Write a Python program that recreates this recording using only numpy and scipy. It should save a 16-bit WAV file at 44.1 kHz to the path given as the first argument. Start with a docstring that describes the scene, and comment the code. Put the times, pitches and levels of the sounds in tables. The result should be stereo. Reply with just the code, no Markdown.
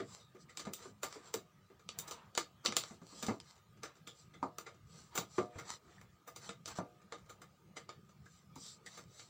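"""Plastic sheets over a display panel

Thin plastic sheets are lifted, slid and laid back over a display panel in a small, quiet workshop.
Edges click and flick as noise bursts coloured by resonances; rubbing faces are patchy, grainy noise.
Knocks are damped sines and scattered noise, with a faint ring of the metal back; squeaks are narrow noise.
Below them lie lumpy low noise, a steadier hiss and a thin, wavering microphone resonance.
"""
import sys
import numpy as np
from scipy import signal
from scipy.fft import rfft, irfft
from scipy.io import wavfile
from scipy.ndimage import uniform_filter1d

SR = 44100
rng = np.random.default_rng(int(sys.argv[2]) if len(sys.argv) > 2 else 0)


def int16_out(signal):
    """Quantize to a 16-bit WAV file."""
    q = np.round(np.clip(np.atleast_2d(signal).T, -1, 1) * 32767)
    wavfile.write(sys.argv[1], SR, q.astype(np.int16))


N = 409688

# soft blows on the panel: (time [s], base level [dB], thump pitch [Hz], relative clack level [dB],
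# looseness [0 held down by the hand, 1 dropped freely])
BLOWS = [(0.001, -42.5, 390, -37, 0), (0.3482, -56, 374, -25, 0.16), (0.669, -44, 207, -8, 0),
         (0.855, -52.5, 384, -13, 0.2), (1.157, -52, 432, -10, 0), (1.3412, -42, 447, -11, 0.14),
         (1.701, -60, 389, -34, 0.23), (2.682, -45.5, 215, -9, 0), (2.9079, -52.5, 216, -8.5, 0),
         (3.0162, -54, 172, -23, 0.072), (3.125, -61, 290, -5, 0), (3.232, -46, 226, -8, 0.14),
         (3.284, -33, 214, -6.5, 0), (4.4281, -40.5, 273.6, 2.5, 0.3), (5.186, -43.5, 177, -3.5, 0.06),
         (5.3818, -32, 362, -9.5, 0.41), (5.557, -51, 91, -13, 0), (6.4929, -54, 193, -9, 0),
         (6.7862, -40, 176, -2.5, 0.38), (7.124, -54, 464, -14, 0.11), (8.561, -57, 269, -1, 0.14)]


def amp(db):
    """Turns decibels into a linear gain."""
    return 10 ** (np.asarray(db) / 20)


def unit(x):
    """Scales a sound to an RMS of 1."""
    return x / np.sqrt(np.mean(x ** 2) + 1e-20)


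def blow(x):
    """Scales a short sound to the energy of 30 ms at level 1."""
    return x / np.sqrt(np.sum(x ** 2) / (.03 * SR) + 1e-20)


def add(mix, s, sound):
    """Mixes a sound in at s seconds; a start before zero is moved to zero."""
    part = mix[max(round(s * SR), 0):][:len(sound)]
    part += sound[:len(part)]


def colour(points, hz):
    """Gain of a spectrum drawn on a log-frequency axis."""
    f, db = np.transpose(points)
    return amp(np.interp(np.log(hz + 1), np.log(f), db))


def resonances(hz):
    """Gain of the sheets' resonances and the microphone's, added in power to a flat floor."""
    # resonances of the sheets, with the microphone's near 1.24 and 15 kHz:
    # (frequency [Hz], width before the stretch below [Hz], level over the rest [dB])
    peaks = [(205, 7.1, 9), (288, 34, 3.5), (379.7, 5.7, 8.5), (476.4, 22, 6.5), (659.8, 8.7, 10.5),
             (948, 25, 6.5), (1236, 95, 12.5), (1544, 55, 6.5), (3060, 25, 8), (4320, 120, -0.5),
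             (4730, 43, -1), (6060, 390, 6), (7100, 150, 13.5), (7520, 490, 10.5), (14950, 430, 21)]
    stretch = 1.65
    power = 1
    for f, width, db in peaks:
        detuning = 2 * (hz - f) / (stretch * width)
        power = power + (amp(db) ** 2 - 1) / (1 + detuning ** 2) ** 2
    return np.sqrt(power)


def band(hz, lo, hi):
    """Gain of a steep band-pass."""
    return 1 / np.sqrt((1 + (lo / (hz + 1)) ** 14) * (1 + (hz / hi) ** 14))


def hump(hz, centre_hz, sharpness):
    """Gain of one resonance."""
    return 1 / np.hypot(1, sharpness * (hz / centre_hz - centre_hz / (hz + 1)))


def shaped(x, gain):
    """Filters a sound by a spectral gain and levels it to an RMS of 1."""
    return unit(irfft(rfft(x) * gain, len(x)))


def dying(t, rise, t60):
    """Envelope that builds up and dies away."""
    return (1 - np.exp(-t / rise)) * np.exp(-np.log(1000) * t / t60)


def ripple(along, spacing):
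    """Random hills and valleys along frequency or time, with a spread of about 1."""
    knots = rng.standard_normal(1024)
    return np.interp(along / spacing, np.arange(len(knots)), knots) * np.sqrt(3 / 2)


def patchy(x, patch_db):
    """Makes narrow regions of the spectrum come and go by smoothed random gains in time and frequency."""
    z = signal.stft(x, nperseg=1024, noverlap=768)[2]
    across_hz = uniform_filter1d(rng.standard_normal(z.shape), size=5, axis=0)
    patches = unit(uniform_filter1d(across_hz, size=12, axis=1))
    return unit(signal.istft(z * amp(patch_db * patches), nperseg=1024, noverlap=768)[1][:N])


def background(spectrum, level_db, resonance_db, waver_db=1.26, hiss_waver_db=-0.1, rumble_top_hz=500,
               lump_db=3.8, resonance_hz=1235, resonance_width_hz=80, resonance_waver_db=-1.5):
    """Lumpy low background noise and steadier hiss, with a thin wavering microphone resonance."""
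    hz = np.fft.rfftfreq(N, 1 / SR)
    slow = 1 / (1 + (hz / 6) ** 4)  # keeps only drift below about 6 Hz
    waver, resonance_waver = (shaped(z, slow) for z in rng.standard_normal((2, N)))
    noise = amp(level_db) * shaped(patchy(rng.standard_normal(N), lump_db), colour(spectrum, hz))
    rumble = irfft(rfft(noise) * band(hz, 0, rumble_top_hz), N)
    hiss = noise - rumble
    # squaring the resonance narrows it further
    narrow = hump(hz, resonance_hz, resonance_hz / resonance_width_hz) ** 2
    resonance = shaped(rng.standard_normal(N), narrow)
    wavering_noise = amp(waver_db * waver) * rumble + amp(hiss_waver_db * waver) * hiss
    return wavering_noise + amp(resonance_db + resonance_waver_db * resonance_waver) * resonance


def slides(drag_trim_db=-1, swell=1.22, speeding_up=0.49,
           catch_db=5.5, catches_per_s=300, catch_size=1.5, patch_db=3.5):
    """Faces rub with a fine hiss and tiny catches; the level follows the speed of the stroke."""
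    # strokes of a sheet: (fastest moment [s], length [s], hiss level [dB], low drag level before trim [dB])
    strokes = [(-0.008, 0.15, -67, -50), (0.14, 0.25, -59, -61.5), (0.417, 0.083, -65, -79),
               (0.835, 0.2, -58, -56.5), (1.146, 0.15, -56.5, -57), (1.267, 0.17, -63.5, -58),
               (2.097, 0.51, -77, -56), (2.83, 0.35, -56.5, -58.5), (3.198, 0.41, -56, -62.5),
               (3.496, 0.17, -64.5, -67), (3.9, 0.099, -79, -62), (4.2, 0.18, -64.5, -74),
               (4.987, 0.29, -61.5, -66.5), (5.177, 0.15, -64, -50.5), (5.37, 0.21, -57.5, -65),
               (5.593, 0.24, -68, -58), (5.714, 0.15, -50.5, -52), (5.927, 0.32, -71.5, -64),
               (6.454, 0.13, -55, -56.5), (6.712, 0.12, -58, -52), (6.779, 0.06, -51.5, -50.5),
               (8.336, 0.27, -68.5, -82.5), (8.664, 0.25, -51.5, -69), (8.947, 0.24, -59.5, -63.5),
               (9.2, 0.3, -60, -72)]
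    # colour of rubbing: (frequency [Hz], relative level [dB])
    rub_colour = [(250, -13.5), (950, -10), (1800, -15.5), (2600, -10.5), (3400, 1.5), (4200, 9),
                  (6200, 5.5), (6650, -4), (7300, 1), (8200, 1.5), (9200, -9.5), (12000, -15.5),
                  (16000, -32)]
    t, hz = np.arange(N) / SR, np.fft.rfftfreq(N, 1 / SR)
    caught = rng.random(N) < catches_per_s / SR
    catches = caught * amp(catch_db * np.minimum(rng.exponential(1, N), 4))
    # the contact wanders, so narrow resonances come and go
    friction = patchy(rng.standard_normal(N) * (1 + catch_size * catches), patch_db)
    peaks_gain = resonances(hz)
    tone = colour(rub_colour, hz) * peaks_gain
    hiss = shaped(friction, tone * band(hz, 1800, 17000))
    drag = shaped(friction, tone / np.sqrt(peaks_gain) * band(hz, 370, 2216))  # weaker peaks in the drag
    out = np.zeros(N)
    for s, length, hiss_db, drag_db in strokes:
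        # speeding_up is the share of a stroke before its fastest moment
        rise, fall = length * speeding_up, length * (1 - speeding_up)
        on = (t > s - rise) & (t < s + fall)
        loudness = np.interp(t[on], [s - rise, s, s + fall], [0, 1, 0]) ** swell
        out[on] += loudness * (amp(hiss_db) * hiss[on] + amp(drag_db + drag_trim_db) * drag[on])
    return out


def knocks(thump_t60=0.11, thump_db=-2, boom_db=-5, boom_t60=0.19,
           clack_t60=0.013, clack_db=-5, rattle_db=-3, rattle_t60=0.18,
           bench_hz=105, bench_db=-20, bench_t60=0.26, back_db=-8, bounce_s=0.0076, bounce_db=-8.5):
    """A blow pushes a damped low mode and a stiffer one; both scatter, and the metal back rings on."""
    # modes of the metal back: (frequency [Hz], relative level [dB], t60 [s])
    back_modes = [(340, -14, 1), (484, -5, 0.76), (607, -4.5, 0.717), (625, 7, 0.26), (717, 3, 0.53),
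                  (1185, 12, 0.19)]
    t = np.arange(2 ** 15) / SR
    hz, out = np.fft.rfftfreq(len(t), 1 / SR), np.zeros(N)
    peaks_gain = resonances(hz)
    for s, strength_db, low_hz, hard_db, loose in BLOWS:
        low_noise, high_noise = rng.standard_normal((2, len(t)))
        # the stiff mode lies at a fixed multiple of the thump, up to a limit in Hz
        high_hz = min(3.6 * low_hz, 1100)
        thump = blow(np.sin(2 * np.pi * low_hz * t) * dying(t, 0.0022, thump_t60))
        boom_gain = peaks_gain * hump(hz, low_hz, 0.58) * band(hz, 90, 580)
        boom = blow(shaped(low_noise, boom_gain) * dying(t, 0.011, boom_t60))
        clack = blow(np.sin(2 * np.pi * high_hz * t) * dying(t, 0.0026, clack_t60))
        rattle_gain = peaks_gain * hump(hz, high_hz, 2.0) * band(hz, 610, 1104)
        rattle = blow(shaped(high_noise, rattle_gain) * dying(t, 0.0019, rattle_t60))
        back = 0
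        for f, db, t60 in back_modes:
            back = back + amp(db) * np.sin(2 * np.pi * (f * t + rng.random())) * dying(t, 0.0074, t60)
        # the bench gives under the panel, at a slightly different pitch each time
        bench_tone = np.sin(2 * np.pi * bench_hz * rng.uniform(1.0, 1.09) * t)
        bench = blow(bench_tone * dying(t, 0.013, bench_t60))
        low = amp(thump_db) * thump + amp(boom_db) * boom + amp(bench_db) * bench
        high = amp(hard_db) * (amp(clack_db) * clack + amp(rattle_db) * rattle)
        add(out, s, amp(strength_db) * (low + high + loose * amp(back_db) * back))
        # a loose sheet lands a second time
        add(out, s + bounce_s, loose * amp(strength_db + bounce_db) * (low + high))
    return out


def slaps(slap_db=-21.5, body_db=7, fizz_db=-25, snap_share=0.23):
    """The sheet slaps dully under each blow; rows are laid out like the flicks in clicks()."""
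    return [(s, db + slap_db, body_db, fizz_db, snap_share) for s, db, *_ in BLOWS]


def tiny_ticks(count=34, loudest_db=-72, range_db=6, body_db=0.0, fizz_db=-18, snap_share=0.26):
    """Faint ticks of the sheets shifting in the hands, at random times; rows like the flicks in clicks()."""
    return [(when * N / SR, loudest_db - range_db * size, body_db, fizz_db, snap_share)
            for when, size in rng.random((count, 2))]


def clicks(snap_t60=0.02, snap_cycles=6, rise_cycles=1.0, soft_rise=0.001725,
           late_db=-27, late_t60=0.16, fine_db=4.5, fine_hz=40, spot_db=2.0, spot_hz=330,
           lead_in_db=-17, lead_in_t60=0.029, crackle_db=1.0, crackle_s=0.0012):
    """An edge snaps; bending waves then scatter through the sheet and the room."""
    # flicks and taps of a sheet: (time [s], base level [dB], relative body level before band offsets [dB],
    # relative edge fizz level [dB], share of the first snap before limiting [0-1])
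    flicks = [(0.494, -64.5, -4.5, -24, 0.05), (0.5725, -48, -13.5, -18, 0.43),
              (0.5951, -50.5, -6, -19, 0.27), (0.652, -58.5, 0.5, -26, 0.26),
              (0.735, -48.5, -17.5, -3.5, 0.38), (1.0317, -43.5, -2.5, -8, 0.27),
              (1.3399, -44, -10, -8, 0.43), (1.8898, -48, -12, -48, 0.63), (1.988, -46, -17, -1, 0.49),
              (2.0768, -54, -6, -8, 0), (2.1108, -48, -6.5, -15, .3), (2.351, -50, -10.5, -29, 0.54),
              (2.3764, -36.5, -4, -18.5, 0.51), (2.6499, -45, -1, -13, 0.16),
              (2.66, -33.5, -12.5, -62, 0.57), (2.723, -49, -2, -40, 0.63),
              (2.7668, -32.5, -13, -12.5, 0.56), (2.8373, -52.5, -6.5, -40, 0.8),
              (3.2262, -45, -7, -14, .26), (3.2656, -48.5, -9, -17, 0.4), (3.4013, -58, -12, -45, .73),
              (3.8326, -51.5, 1, -17, 0.23), (4.0731, -54.5, -6, -15, 0.34), (4.3386, -71.5, 6, -21, 0),
              (4.5842, -51.5, -2.5, -7.5, 0.57), (4.6635, -59.5, 4, -40, 0),
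              (5.1539, -46, -3.5, -2.5, 0.13), (5.1765, -39, -6, -9.5, 0.37), (5.5847, -55, 2, -14, 0),
              (6.0133, -70.5, 3, -7, .5), (6.2746, -61, 4, -1, 0), (6.3612, -54.5, -6.5, -11, 0.27),
              (6.4917, -51, -1.5, -39, 0.49), (6.6577, -50, -15, -28, 0.5), (6.675, -51.5, -3.5, -12, 0),
              (7.1229, -54, 1.5, -46, 0.45), (7.2947, -60, 1, -10, 0.1), (7.4176, -63.5, 2, -10, 0.32),
              (7.7659, -53.5, -1, -26, 0), (7.8916, -56, 1, -59, 0.43), (8.5574, -62, -12, -9, 0.3),
              (8.862, -55.5, -9.5, -17.5, 0.2), (8.9736, -57.5, -1, -14, 0.06), (9.1944, -58, -6, -37, .3)]
    # broad colour of a click: (frequency [Hz], relative level [dB])
    snap_colour = [(250, -9.5), (700, -9), (1400, -15.5), (1900, -13.5), (2400, -0.5), (4000, 3.5),
                   (6000, 7.5), (6600, 2.5), (8200, 1.5), (9500, -5.5), (12000, -19), (14000, -26),
                   (16000, -28)]
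    # limits of the five click bands: (frequency [Hz])
    band_edges = [320, 700, 1800, 4800, 11800, 17000]
    # ring of a click in each band: (t60 [s])
    band_t60 = [0.19, .17, 0.18, 0.14, 0.15]
    t = np.arange(2 ** 14) / SR
    hz, out = np.fft.rfftfreq(len(t), 1 / SR), np.zeros(N)
    # many weaker modes lie between the strong ones
    tone = colour(snap_colour, hz) * resonances(hz) * amp(fine_db * ripple(hz, fine_hz))
    bands = [(np.sqrt(lo * hi), tone * band(hz, lo, hi)) for lo, hi in zip(band_edges, band_edges[1:])]
    for s, db, body, fizz, share in [*flicks, *slaps(), *tiny_ticks()]:
        # upper minus lower treble [dB]: a sharper edge also brightens the treble
        tilt = 4 + 0.19 * fizz
        lower = -10 * np.log10(1 + amp(tilt) ** 2)  # both trebles together keep a power of 1
        # low body, hollow middle body, lower treble, upper treble, edge fizz [dB]
        levels = [body - 1.5, body + 2.6, lower, lower + tilt, fizz]
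        share = np.clip(share, .02, .97)
        spot = amp(spot_db * ripple(hz, spot_hz))  # each striking spot favours its own modes
        crackle = amp(crackle_db * ripple(t, crackle_s))  # the scattered waves come back in uneven bursts
        for (centre, gain), rel, t60 in zip(bands, levels, band_t60):
            first, rest = (shaped(z, gain * spot) for z in rng.standard_normal((2, len(t))))
            rise = rise_cycles / centre  # low bending waves arrive later and last longer
            snap = blow(first * dying(t, rise, snap_t60 * (1 - share) + snap_cycles / centre))
            scatter = dying(t, rise + soft_rise * (1 - share), t60)
            late = amp(late_db) * dying(t, .01, late_t60)
            ring = blow(rest * crackle * (scatter + late))
            # a short noise swell leads into the snap
            lead_in = blow(first * dying(t, 0.000174, lead_in_t60)[::-1])
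            add(out, s, amp(db + rel) * (np.sqrt(share) * snap + np.sqrt(1 - share) * ring))
            # it swells up to s, unless add() has to move its start to zero
            add(out, s - len(t) / SR, amp(db + rel + lead_in_db) * (1 - share) * lead_in)
    return out


def squeaks(trim_db=1, width_hz=340):
    """An edge sticks and slips, briefly singing in one fuzzy resonance."""
    # faint edge squeaks: (time [s], decay time constant [s], pitch [Hz], level before trim [dB])
    squeals = [(0.198, 0.093, 3740, -71), (0.486, 0.051, 2020, -65.5), (4.069, 0.053, 3410, -57.5),
               (4.338, 0.052, 3440, -69), (5.98, 0.016, 1830, -65), (8.262, 0.024, 1570, -63),
               (8.861, 0.024, 1830, -52)]
    t = np.arange(2 ** 14) / SR
    hz, out = np.fft.rfftfreq(len(t), 1 / SR), np.zeros(N)
    for s, length, pitch_hz, db in squeals:
        # squaring the resonance narrows it further
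        tone = shaped(rng.standard_normal(len(t)), hump(hz, pitch_hz, pitch_hz / width_hz) ** 2)
        envelope = (1 - np.exp(-t / 0.00077)) * np.exp(-(t / length) ** 2)
        add(out, s, amp(db + trim_db) * tone * envelope)
    return out


def scene():
    """The handling is heard from one point; only a little background noise differs between the channels."""
    # background noise common to both channels: (frequency [Hz], relative level per Hz [dB])
    common_spectrum = [(20, -32.5), (45, -15.5), (75, -3), (150, 4), (205, 0), (260, -12.5), (360, -10),
                       (600, -17.5), (1200, -19.5), (2400, -24), (7400, -31), (10000, -40), (14000, -38),
                       (15200, -32.5)]
    # steady microphone noise that differs between the channels: (frequency [Hz], relative level per Hz [dB])
    wide_spectrum = [(20, -9), (75, 1), (170, 3.5), (350, 0.5), (1000, -0.5), (2000, -3.5), (5900, -4),
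                     (6700, -20), (10000, -18.5), (14000, -16.5), (15100, -7.5)]
    handling = slides() + knocks() + clicks() + squeaks()
    middle = handling + background(common_spectrum, level_db=-64.5, resonance_db=-77.5)
    # microphone noise with a little of the resonance, in opposite polarity left and right
    side = background(wide_spectrum, level_db=-78, resonance_db=-85.5, waver_db=1.5, lump_db=0.8)
    return np.array([middle + side, middle - side])


def record(dry, hiss_db=-94, cutoff_hz=16100):
    """A trace of independent hiss in each channel, then a low-pass that limits the band."""
    noisy = dry + amp(hiss_db) * rng.standard_normal(dry.shape)
    low_pass = signal.firwin(201, cutoff_hz, window=("kaiser", 8), fs=SR)
    return signal.oaconvolve(noisy, low_pass[None], "same", axes=1)


dry = scene()
out = record(dry)
int16_out(out)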